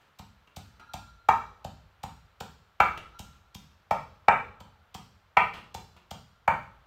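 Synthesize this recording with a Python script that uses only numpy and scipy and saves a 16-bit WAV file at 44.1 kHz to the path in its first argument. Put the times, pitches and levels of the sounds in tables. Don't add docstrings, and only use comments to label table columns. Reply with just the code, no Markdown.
import sys
import numpy as np
from scipy import signal
from scipy.fft import rfft, irfft
from scipy.io import wavfile

SR = 44100
rng = np.random.default_rng(int(sys.argv[2]) if len(sys.argv) > 2 else 0)


def digitize_waveform(pressure):
    field = np.atleast_2d(pressure).T
    bounded = np.clip(field, -1, 1)
    quanta = np.round(bounded * 32767).astype(np.int16)
    wavfile.write(sys.argv[1], SR, quanta)


N = 302526
T = np.arange(int(1.5 * SR)) / SR

# landing_s, clack_db, contact_hardness_hz, grit_in_clack_db,
# leaf_crunch_db, wet_squelch_db, floor_thud_db
STONE_BLOWS = [ (0.194, -43.5, 840, -2, -42.5, -60, -43), (0.568, -39.5, 860, 0, -37.5, -51, -39.5),
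               (0.94, -31.5, 924, -5.5, -36, -49.5, -39), (1.2887, -7, 1026, -10, -29, -51.5, -33.5),
               (1.649, -30, 657, 0, -41, -68, -36.5), (2.037, -29.5, 894, 1.5, -37.5, -56, -37.5),
               (2.408, -32, 950, -1.5, -35, -50, -40), (2.803, -7.5, 1850, -4, -28.5, -46.5, -31.5),
               (3.196, -42.5, 847, 0.5, -38, -44, -38.5), (3.551, -49, 840, -3, -39.5, -56.5, -41),
               (3.911, -14.5, 1510, -4.5, -33, -44, -33.5), (4.284, -5, 1715, -6, -33, -65.5, -31),
               (4.607, -45, 890, 11, -47.5, -67, -44.5), (4.949, -36.5, 806, -0.5, -37.5, -49, -40.5),
               (5.371, -7.5, 1660, -3, -33.5, -45, -34), (5.748, -31, 680, 0, -35.5, -65, -40.5),
               (6.113, -34, 747, -2, -37.5, -52, -40.5), (6.479, -11, 1286, -4.5, -35, -53, -32.5)]
# start_s, decay_s, grit_level_db
TAPS_AND_SCRAPES = [(0.0, 0.095, -69.5), (0.473, 0.0051, -50.5), (0.797, 0.0093, -49.5),
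                    (0.86, 0.035, -73.5), (2.974, 0.0055, -29), (3.325, .054, -67.5), (3.708, 0.023, -65.5),
                    (5.535, 0.035, -40.5), (5.963, 0.018, -53.5), (6.629, 0.0033, -48)]
# start_s, level_db
TRAY_NUDGES = [(0.797, -64.5), (0.947, -62.5), (3.108, -68)]
# pitch_hz, level_db, free_t60_s
SLAB_MODES = [(537, -16.5, 0.0085), (648, -7.5, 0.036), (720, -12.5, 0.023), (862.3, -1, .03),
              (846, 3, 0.035), (972.8, -9, 0.067), (1118.3, -10.5, 0.03), (1228, -9.5, 0.025),
              (1294, -6, 0.038), (1344.4, -8, 0.046), (1428.5, -15.5, 0.025), (1572, -14, .03),
              (1726, -10.5, 0.025), (1942, -14, 0.037)]
# pitch_hz, level_db, t60_s
PESTLE_MODES = [(2281, -9.5, 0.01), (2309, -9.5, 0.033), (2290, -13.5, 0.0061), (2720, -18, 0.035),
                (2807, -25.5, 0.021), (3000, -33, 0.037), (5350, -21.5, 0.043)]
# pitch_hz, level_db, t60_s
FLOOR_MODES = [(56, -14, 0.26), (84, -1, 0.072), (115.3, -2, 0.022), (145, -8, 0.039), (196, -12, 0.15)]
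# pitch_hz, level_db, t60_s
TRAY_MODES = [(860, -2.5, .8), (930, -8.5, .8), (972, -10.5, .7), (1260, -1, 0.4), (1360, 5, 1.2),
              (1380, 1, 2.5), (1290, -4.5, 1), (1420, -6, 1), (1310, -9.5, 0.41), (1637, -12.5, .9),
              (1642, -6, 1.1), (3960, -10.5, 2.2), (4140, -15.5, 2.5), (5770, -14, 1.4)]
# frequency_hz, density_db (per Hz)
CRUNCH_COLOUR = [(300, -29), (1500, -18), (2300, 2), (3200, 9), (5000, 3.5), (7800, 0.5), (10000, -15),
                 (13500, -2), (16000, -11.5)]
# frequency_hz, density_db (per Hz)
GRIT_COLOUR = [(150, -2), (330, -6), (800, -4.5), (1350, -6), (1900, -13), (2800, -4), (4000, -15),
               (8000, -34.5), (16000, -38.5)]
# frequency_hz, density_db (per Hz)
AIR_COLOUR = [(25, -15), (50, -10.5), (90, 1), (170, -8.5), (300, -15.5), (420, -10), (800, -7.5),
              (1300, -5), (2000, -12.5), (3200, -15.5), (5000, -25), (10000, -37.5), (14000, -31),
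              (16000, -38.5)]
# centre_hz, near_level_db, near_t60_s, house_level_db,
# house_t60_s
ECHO_BANDS = [(60.3, -4.5, 0.57, -2.5, 1.2), (175, 3.5, 0.53, -0.5, 0.13), (344, -3, 0.55, -12, 0.96),
              (740.7, -4.5, 0.25, -33.5, 2.2), (1300, 1.5, 0.38, -13, 0.82), (2376, 1, 0.39, -15.5, 0.43),
              (4240, -9.5, 0.36, -2, 0.67), (8330, -1.5, 0.38, -11, 0.78), (15100, -11.5, 0.6, -10, .45)]
# pitch_hz, level_db
STANDING_WAVES = [(91, -56), (174, -54.5), (193, -50.5), (670, -56), (718, -77), (737, -55), (912, -45.5),
                  (987, -43), (1125, -53.5), (1224, -63), (1313, -69.5), (1345, -56.5), (2024, -51),
                  (2282, -59), (2328, -56.5), (2360, -58.5)]

PADDED_DB, BARE_DB = -36.5, -11
FREE_RING = (0.6, 0.69)
SLAB_PITCH = (0.93, 0.96)
UPPER_SLAB_DB = (-3, 6)
PESTLE_RING_DB = (-6, 7)
CRUSH_S = (0.0052, 0.0014)
PULP_S = 0.004


def pounding(clack_mix_db=-6, crunch_mix_db=-5, squelch_mix_db=-3, thud_mix_db=-3, thud_lag_s=0.005):
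    out = np.zeros(N)
    for land_s, clack_db, hard_hz, grit_db, leaf_db, wet_db, floor_db in STONE_BLOWS:
        def by_pad(pair):
            return np.interp(clack_db, [PADDED_DB, BARE_DB], pair)

        crush_s = by_pad(CRUSH_S)
        leaves = crunch(crush_s) * undb(leaf_db + crunch_mix_db)
        add(out, land_s - 2 * crush_s, leaves)

        stones = clack(hard_hz, by_pad(FREE_RING), by_pad(SLAB_PITCH), by_pad(UPPER_SLAB_DB),
                       by_pad(PESTLE_RING_DB), grit_db)
        add(out, land_s - PULP_S, strength(stones, clack_db + clack_mix_db))

        add(out, land_s + thud_lag_s, strength(thud(), floor_db + thud_mix_db))
        add(out, land_s, squelch() * undb(wet_db + squelch_mix_db))
    return out


def clack(hard_hz, free, pitch, upper_db, pestle_db, grit_db, grit_t60=0.021, bite_s=0.0011, size=8192):
    upper_from_hz = 1050
    slab_modes = [(hz, db + upper_db * (hz > upper_from_hz), t60) for hz, db, t60 in SLAB_MODES]
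    slab = ring(slab_modes, size, free, pitch, scatter_db=1.0)
    pestle = undb(pestle_db) * ring(PESTLE_MODES, size)
    grit = noise(GRIT_COLOUR, size) * fade(grit_t60, size)
    bite = (1 + np.tanh((T[:size] - PULP_S) / bite_s)) / 2
    contact = bite * (strength(slab + pestle, 0) + strength(grit, grit_db))
    return radiate(soften(contact, hard_hz), low_hz=526.3, high_hz=3040)


def soften(x, hz):
    return signal.sosfilt(signal.butter(2, min(hz, SR / 3), fs=SR, output="sos"), x)


def radiate(x, low_hz, high_hz):
    return signal.sosfilt(signal.butter(3, [low_hz, high_hz], "band", fs=SR, output="sos"), x)


def thud(pad_hz=210, rumble_hz=45):
    x = soften(ring(FLOOR_MODES, size=16384, scatter_db=4.5), pad_hz)
    return signal.sosfilt(signal.butter(2, rumble_hz, "high", fs=SR, output="sos"), x)


def crunch(crush_s, spread_db=3, release_s=0.0043):
    x = crackle(CRUNCH_COLOUR, spread_db)
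    t = T[:len(x)] - 2 * crush_s
    press = np.exp(-(np.minimum(t + crush_s / 2, 0) / (0.54 * crush_s)) ** 2)
    release = np.exp(-np.maximum(t, 0) / release_s)
    return x * press * release


def squelch(spread_db=5, decay_s=0.012):
    x = crackle(CRUNCH_COLOUR, spread_db, size=16384)
    return x * np.exp(-T[:len(x)] / decay_s)


def taps_and_scrapes(spread_db=3, attack_s=0.002, rustle_db=-32, rustle_follow=0.65):
    out = np.zeros(N)
    for start_s, decay_s, grit_db in TAPS_AND_SCRAPES:
        leaf_db = rustle_db + rustle_follow * grit_db
        grit = undb(grit_db) * crackle(GRIT_COLOUR, spread_db, size=16384)
        leaves = undb(leaf_db) * crackle(CRUNCH_COLOUR, spread_db, size=16384)
        t = T[:len(grit)]
        envelope = (1 - np.exp(-t / attack_s)) * np.exp(-t / decay_s)
        add(out, start_s, (grit + leaves) * envelope)
    return out


def tray(shaken_db=-69, follow=0.25, rock_s=0.02):
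    pushes = np.zeros(N)
    for start_s, db in TRAY_NUDGES:
        add(pushes, start_s, undb([db]))
    for land_s, clack_db, *_ in STONE_BLOWS:
        add(pushes, land_s, undb([shaken_db + follow * clack_db]))
    flutter = wander(rock_s)
    ringing = signal.fftconvolve(pushes, ring(TRAY_MODES, len(T)))[:N]
    return ringing * flutter / flutter.std()


def shifting_room(x, shift_s=1.4, standing_mix_db=-3.5, standing_t60=0.3):
    place = np.arange(N) / SR / shift_s
    modes = [(hz, db, standing_t60) for hz, db in STANDING_WAVES]
    standing = undb(standing_mix_db) * ring(modes, len(T))
    out = x + signal.fftconvolve(x, standing)[:N]
    for k in range(int(place[-1]) + 2):
        share = np.maximum(1 - np.abs(place - k), 0)
        out += signal.fftconvolve(x * np.sqrt(share), kitchen())[:N]
    return out


def kitchen(first_wall_s=0.0013, build_s=0.0022, build_cycles=2.9, size=49152):
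    log_f = np.log(np.maximum(np.fft.rfftfreq(size, 1 / SR), 1))
    log_hz = np.log([row[0] for row in ECHO_BANDS])
    spectra = rfft(rng.standard_normal((2, size)))
    response = np.zeros(size)
    for share, (hz, near_db, near_t60, house_db, house_t60) in zip(np.eye(len(ECHO_BANDS)), ECHO_BANDS):
        bands = irfft(spectra * np.interp(log_f, log_hz, share), size)
        onset = 1 - np.exp(-np.maximum(T[:size] - first_wall_s, 0) / (build_s + build_cycles / hz))
        for band, db, t60 in zip(bands, (near_db, house_db), (near_t60, house_t60)):
            shape = onset * fade(t60, size)
            response += undb(db) * band * shape / np.sqrt(np.sum(shape ** 2))
    return response


def background(level_db=-66.5, sway_db=1, sway_s=0.27):
    return noise(AIR_COLOUR, N) * undb(level_db + sway_db * wander(sway_s))


def undb(db):
    return 10 ** (np.asarray(db) / 20)


def fade(t60, size):
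    return np.exp(-np.log(1000) * T[:size] / t60)


def add(out, start_s, x):
    i = int(round(start_s * SR))
    x, i = x[max(-i, 0):], max(i, 0)
    out[i:i + len(x)] += x[:len(out) - i]


def wander(step_s):
    knots = np.arange(0, N / SR + 1, step_s)
    return np.interp(np.arange(N) / SR, knots, rng.standard_normal(len(knots)))


def noise(colour, size):
    hz, db = np.transpose(colour)
    f = np.maximum(np.fft.rfftfreq(size, 1 / SR), 1)
    gain = undb(np.interp(np.log(f), np.log(hz), db))
    x = irfft(rfft(rng.standard_normal(size)) * gain, size)
    return x / x.std()


def crackle(colour, spread_db, size=8192):
    grain = 16
    strengths = undb(spread_db * np.minimum(rng.exponential(size=size // grain), 4))
    x = noise(colour, size) * np.repeat(strengths, grain)
    return x / x.std()


def ring(modes, size, free=1, pitch=1, scatter_db=0):
    gains = undb(scatter_db * rng.standard_normal(len(modes)))
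    out = np.zeros(size)
    for gain, (hz, db, t60) in zip(gains, modes):
        wave = np.cos(2 * np.pi * hz * pitch * T[:size])
        out += gain * undb(db) * fade(t60 * free, size) * wave
    return out


def strength(x, db):
    return x * undb(db) / np.sqrt(np.mean(x[:SR // 100] ** 2))


def gain_control(x, threshold_db=-32, slope=0.25, sense_s=0.096, settle_s=0.42):
    def lag(v, s):
        pole = np.exp(-1 / (s * SR))
        return signal.lfilter([1 - pole], [1, -pole], v)

    level_db = 10 * np.log10(lag(x ** 2, sense_s) + 1e-18)
    over_db = np.maximum(level_db - threshold_db, 0)
    return x * undb(-slope * lag(over_db, settle_s))


def scene():
    sources = pounding() + taps_and_scrapes() + tray()
    return (shifting_room(sources) + background())[None]


def record(dry, ceiling=1.0, top_hz=15700):
    x = ceiling * np.tanh(gain_control(dry) / ceiling)
    return signal.sosfilt(signal.ellip(8, 0.2, 70, top_hz, fs=SR, output="sos"), x)


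dry = scene()
out = record(dry)
digitize_waveform(out)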